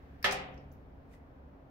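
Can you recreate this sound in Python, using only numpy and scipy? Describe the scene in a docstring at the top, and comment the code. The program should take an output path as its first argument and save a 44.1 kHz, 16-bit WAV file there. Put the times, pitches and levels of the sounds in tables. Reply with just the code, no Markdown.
"""A low hum fills a bare basement; then a small object ticks against the water of a flooded pit and
strikes it with a hard slap and a short ring. The air pocket behind it snaps shut with a plop, spray
patters back and a few drops follow. Each impact is a decaying burst of noise; each trapped bubble is a
damped oscillator of rising pitch. The hard walls return a diffuse echo and ring in standing waves."""
import sys
import numpy as np
from scipy import signal
from scipy.fft import rfft, irfft, next_fast_len
from scipy.io import wavfile
from scipy.ndimage import map_coordinates

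SR = 44100
rng = np.random.default_rng(int(sys.argv[2]) if len(sys.argv) > 2 else 0)


def wav_out(sig):
    """Save sig, one row per channel (or a flat mono array), as 16-bit PCM at SR to the path in sys.argv[1]."""
    wavfile.write(sys.argv[1], SR, np.round(np.clip(np.atleast_2d(sig).T, -1, 1) * 32767).astype(np.int16))


N = 74970
SLAP_S, TOP_HZ = .2427, 15850  # moment of impact; upper band limit
BUBBLE_RISE = .07  # fraction of its pitch that a bubble gains in one t60, the time to decay by 60 dB

# Background noise. Each row: frequency in Hz, spectral density in dB per Hz.
FLOOR_SPECTRUM = [(20, -90), (50, -77), (75, -76), (100, -83), (130, -81), (200, -85), (260, -82),
                  (340, -89), (450, -88), (720, -89.5), (1000, -96), (1700, -102), (2800, -112.5),
                  (4000, -120), (5500, -124.5), (8000, -135), (10000, -134), (13000, -128.5), (15500, -129)]
# Its slow drift. 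Each row: time in seconds, rumble gain in dB, treble gain in dB.
FLOOR_DRIFT = [(0, 1.5, 4), (.25, 3, 3.5), (.75, 5, 0), (1.2, .5, -.5), (1.7, -2.5, -1.5)]
# Tones of the hum. Each row: frequency in Hz, rms level in dB.
HUM_TONES = [(70, -64), (139, -67), (274.5, -66)]
# Reverberation time of the basement. Each row: frequency in Hz, t60 in seconds.
REVERB_TIMES = [(100, 0.78), (300, 1.52), (700, .8), (1500, 0.59), (3000, 0.55), (5500, 0.25), (8000, 0.23),
                (14000, 0.15)]
# Likeness of diffuse sound at the two ears. Each row: frequency in Hz, correlation from -1 to 1.
EAR_COHERENCE = [(60, .96), (150, .92), (300, .7), (640, .3), (1400, -.25), (3000, -.05), (8000, 0)]
# Room modes. Each row: frequency in Hz, level in dB, t60 in seconds, left minus right in dB.
BASEMENT_MODES = [(52, -51, 2.5, 0), (140, -48, 2.3, 0), (186, -46, 1.4, 1), (389, -37, .42, 6),
                  (406, -38, .65, 7), (521, -37, .8, 4), (585, -39, .5, 4), (652, -45, .55, -2),
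                  (717, -42, .55, -2), (762, -41, .6, -4), (852, -35, .52, 1), (1221, -39, .55, -1),
                  (1288, -36, .33, -8), (1757, -31, .27, -3), (2063, -38, .33, -3), (2455, -39, .42, 1),
                  (2729, -43, .42, 0), (3291, -40, .3, 3)]
# The late hiss at its peak. Each row: frequency in Hz, spectral density in dB per Hz.
HISS_SPECTRUM = [(500, -105), (2000, -101), (4000, -109), (7000, -112), (9000, -112), (11000, -115),
                 (15000, -117)]
# Trapped bubbles. Each row: start in seconds, initial pitch in Hz, level in dB, t60 in seconds.
BUBBLE_EVENTS = [(.3225, 749, -33.5, 0.055), (.324, 430, -46.5, 0.033), (1.111, 2403, -66, 0.028),
                 (1.1388, 1970, -53, 0.011)]
# Wet ticks. Each row: start in seconds, resonance density in dB per Hz, pitch in Hz,
# fizz density in dB per Hz, direct sound over echo in dB, left minus right in dB.
TICK_EVENTS = [(0.227, -87.5, 2026, -99, 22, 2.5), (0.2278, -82, 4770, -112, 8, 5.5),
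               (0.3108, -76, 5200, -115, 11.5, -1.5), (0.3115, -92.5, 8100, -101, 17, 5),
               (0.542, -116, 5750, -126, 17.5, 3), (0.577, -106, 5150, -137, 14.5, 2),
               (0.716, -113, 5900, -137, 14.5, 6), (0.7236, -130, 5870, -108, 14, 0)]
# Colour of a tick's fizz. Each row: frequency in Hz, relative level in dB.
FIZZ_SHAPE = [(500, -21), (6000, -18), (9000, -20), (11500, -3.5), (14000, -0.5), (16000, -6)]
# The closing air pocket. Each row: frequency in Hz, spectral density in dB per Hz.
POCKET_SPECTRUM = [(100, -86), (450, -78.5), (780, -72), (1250, -93), (2300, -73), (4000, -86.5),
                   (6000, -81), (9500, -88.5), (15000, -93.5)]
# The slap's crack. Each row: frequency in Hz, spectral density in dB per Hz.
SLAP_SPECTRUM = [(40, -83), (120, -71), (300, -74.5), (400, -75), (700, -65.5), (980, -64.5), (1250, -63),
                 (1550, -63), (1760, -60.5), (2000, -60.5), (3400, -66), (5500, -71), (8200, -85.5),
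                 (12800, -84.5), (15500, -102)]
# The slap's ring. Each row: frequency in Hz, level in dB before the path's gain, t60 in seconds.
RING_MODES = [(395.5, -36, .1), (591, -34.5, .09), (1283, -25.5, 0.0455), (1778, -19, 0.067),
              (2062, -25.5, .04), (3309, -27, 0.054)]
# The ring's direct and wall paths. Each row: delay in seconds, gain in dB, left minus right in dB.
RING_PATHS = [(.0005, -1, -7.5), (.0057, -8.5, -2), (0.0159, -6.5, -4.5)]
# Imbalance of the two channels. Each row: frequency in Hz, left minus right in dB.
CHANNEL_BALANCE = [(700, 0), (1300, 1.5), (2400, 0.5), (4400, -2), (8000, 1), (13000, -4.5)]


def amp(db):
    """Amplitude grows tenfold for every 20 dB."""
    return 10 ** (np.asarray(db) / 20)


def along(points, hz):
    """Interpolation of (Hz, value) points on a logarithmic frequency axis."""
    frequencies, values = np.transpose(points)
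    return np.interp(np.log(hz + 1), np.log(frequencies + 1), values)


def since(start_s):
    """Causal time: seconds since the start, zero before it."""
    return np.maximum(np.arange(N) / SR - start_s, 0)


def fade(t, t60):
    """Damping: exponential decay by 60 dB in t60 seconds."""
    return np.exp(-np.log(1000) * t / t60)


def panned(db):
    """Interaural level difference, shared between a left and a right gain."""
    return amp(np.array([[.5], [-.5]]) * db)


def wobble(knots_per_s):
    """Random modulation: a smooth curve through Gaussian knots."""
    return map_coordinates(rng.standard_normal(size=4096), [since(0) * knots_per_s], mode="wrap")


def filtered(x, response):
    """Linear filtering: the spectrum is multiplied by a frequency response."""
    size = next_fast_len(N + 8192)
    return irfft(rfft(x, size) * response(np.fft.rfftfreq(size, 1 / SR)), size)[..., :N]


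def ear_angle(hz):
    """Coherence is the cosine of this phase angle between the ears."""
    return np.arccos(np.clip(along(EAR_COHERENCE, hz), -1, 1))


def diffuse_noise(colour):
    """A diffuse field is partly coherent at the ears; colour gives its amplitude per root Hz."""
    def mid_and_side(hz):
        turn = ear_angle(hz) / 2
        return colour(hz) * np.array([np.cos(turn), np.sin(turn)])
    mid, side = filtered(rng.standard_normal((2, N)), mid_and_side)
    return np.sqrt(SR / 2) * np.array([mid + side, mid - side])


def ping(t, hz, t60, build_cycles, rise=0):
    """A damped oscillator builds up over some cycles and may glide upward."""
    phase = 2 * np.pi * hz * t * (1 + rise * np.minimum(t / t60, 2) / 2)
    return np.sin(phase) * fade(t, t60) * (1 - np.exp(-t * hz / build_cycles))


def echo(start_s, colour, build_s=.0042):
    """Reverberation: each band decays at its own rate, the treble fastest."""
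    hz, t, bands = signal.stft(diffuse_noise(colour), SR, nperseg=256)
    bands = bands * fade(np.maximum(t - start_s, 0), along(REVERB_TIMES, hz)[:, None])
    return signal.istft(bands, SR)[1][:, :N] * (1 - np.exp(-since(start_s) / build_s))


def in_room(x, wet_db):
    """Convolution with the room's impulse response adds an echo to a mono sound."""
    tail = echo(0, np.ones_like)
    tail /= np.linalg.norm(tail[0])
    return x + amp(wet_db) * signal.fftconvolve(x[None], tail, axes=1)[:, :N]


def off_rim(x, strength=.45):
    """Comb filtering: a sound interferes with its reflection off the rim of the pit."""
    delay_s = np.array([[.0011], [.0016]])  # left, right
    return filtered(x, lambda hz: (1 + strength * np.exp(-2j * np.pi * hz * delay_s))
                    / np.hypot(1, strength))


def water_burst(start_s, colour, dry_db, t60, attack_s=.0004, crackle_db=1.5):
    """Many tiny cracks superpose into rough, decaying noise, which the room echoes."""
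    t = since(start_s)
    crackle = crackle_db * (wobble(knots_per_s=990) - .5)
    envelope = amp(dry_db + crackle) * fade(t, t60) * (1 - np.exp(-t / attack_s))
    return envelope * diffuse_noise(colour) + echo(start_s, colour)


def noise_floor(rumble_below_hz=114, treble_above_hz=1521):
    """Broadband noise whose rumble and treble drift slowly in level."""
    air = diffuse_noise(lambda hz: amp(along(FLOOR_SPECTRUM, hz)))
    rumble = filtered(air, lambda hz: hz < rumble_below_hz)
    treble = filtered(air, lambda hz: hz > treble_above_hz)
    times, rumble_db, treble_db = np.transpose(FLOOR_DRIFT)
    rumble_gain = amp(np.interp(since(0), times, rumble_db))
    treble_gain = amp(np.interp(since(0), times, treble_db))
    return air + (rumble_gain - 1) * rumble + (treble_gain - 1) * treble


def hum(waver_db=2, wander_cycles=.12, knots_per_s=7):
    """Slight amplitude and phase modulation makes three low tones waver."""
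    out = np.zeros(N)
    for hz, db in HUM_TONES:
        cycles = hz * since(0) + rng.random() + wander_cycles * wobble(knots_per_s)
        out += np.sqrt(2) * amp(db + waver_db * wobble(knots_per_s)) * np.sin(2 * np.pi * cycles)
    return out


def standing_waves():
    """The slap excites the room's normal modes; the higher ones reach the ears out of phase."""
    out = np.zeros((2, N))
    for hz, db, t60, pan_db in BASEMENT_MODES:
        lag_s = rng.choice([-1, 1]) * ear_angle(hz) / (2 * np.pi * hz)
        t = np.array([since(SLAP_S), since(SLAP_S + lag_s)])
        out += amp(db) * panned(pan_db) * ping(t, hz, t60, build_cycles=7.6)
    return out


def late_hiss(peak_s=1.139, rise_db_per_s=343, fall_db_per_s=347):
    """A faint wet hiss grows and decays exponentially around the last bubbles."""
    t = np.arange(N) / SR - peak_s
    envelope = amp(np.minimum(rise_db_per_s * t, -fall_db_per_s * t))
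    return envelope * diffuse_noise(lambda hz: amp(along(HISS_SPECTRUM, hz)))


def spray(start_s=.27, count=140, typical_hz=4000, top_db=-52, fade_db_per_s=62, scatter_db=12):
    """Fine droplets land, ever fewer and softer, and resonate as tiny bubbles."""
    wait_s = rng.exponential(.12, (count, 1))
    hz = np.minimum(typical_hz * np.exp(.25 * rng.standard_normal((count, 1))), TOP_HZ)
    db = top_db - fade_db_per_s * wait_s - scatter_db * rng.random((count, 1))
    samples = np.arange(1024)
    droplets = amp(db) * ping(samples / SR, hz, t60=22 / hz, build_cycles=.5, rise=BUBBLE_RISE)
    positions = ((start_s + wait_s) * SR).astype(int) + samples
    patter = np.bincount(positions.ravel(), droplets.ravel(), N)[:N]
    return in_room(patter, wet_db=5)


def bubbles():
    """Bubble resonance: trapped air is a spring against the water and rings with rising pitch."""
    rings = sum(amp(db) * ping(since(start_s), hz, t60, build_cycles=.84, rise=BUBBLE_RISE)
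                for start_s, hz, db, t60 in BUBBLE_EVENTS)
    return in_room(rings, wet_db=-.5)


def ticks(half_width_octaves=.25):
    """First touch, tearing water and falling drops each excite one broad resonance plus fizz."""
    out = np.zeros((2, N))
    for start_s, db, pitch_hz, fizz_db, dry_db, pan_db in TICK_EVENTS:
        def colour(hz):
            detuning = np.log2((hz + 1) / pitch_hz) / half_width_octaves
            return amp(db) / (1 + detuning ** 4) + amp(fizz_db + along(FIZZ_SHAPE, hz))
        out += panned(pan_db) * water_burst(start_s, colour, dry_db, t60=.02)
    return out


def air_pocket(close_s=.3213):
    """Cavity collapse: the air pocket behind the object snaps shut."""
    return water_burst(close_s, lambda hz: amp(along(POCKET_SPECTRUM, hz)), dry_db=10, t60=.049)


def slap(left_lag_s=.000076):
    """Impact on the water radiates a broadband crack and a short ring that the near walls reflect."""
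    ring = np.zeros((2, N))
    for delay_s, path_db, pan_db in RING_PATHS:
        arrival_s = SLAP_S + delay_s
        t = np.array([since(arrival_s + left_lag_s), since(arrival_s)])
        for hz, db, t60 in RING_MODES:
            ring += amp(path_db + db) * panned(pan_db) * ping(t, hz, t60, build_cycles=1)
    crack = water_burst(SLAP_S, lambda hz: amp(along(SLAP_SPECTRUM, hz)), dry_db=1.5, t60=.12)
    return ring + crack


def scene():
    """Superposition: the splash, its aftermath and the basement add as pressures."""
    impact = slap() + standing_waves()
    small_sounds = off_rim(air_pocket() + ticks() + spray() + late_hiss())
    return impact + small_sounds + bubbles() + noise_floor() + hum()


def record(dry):
    """Frequency response: two microphones differ a little in colour and share a band limit."""
    return filtered(dry, lambda hz: panned(along(CHANNEL_BALANCE, hz)) * (hz < TOP_HZ))


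dry = scene()
out = record(dry)
wav_out(out)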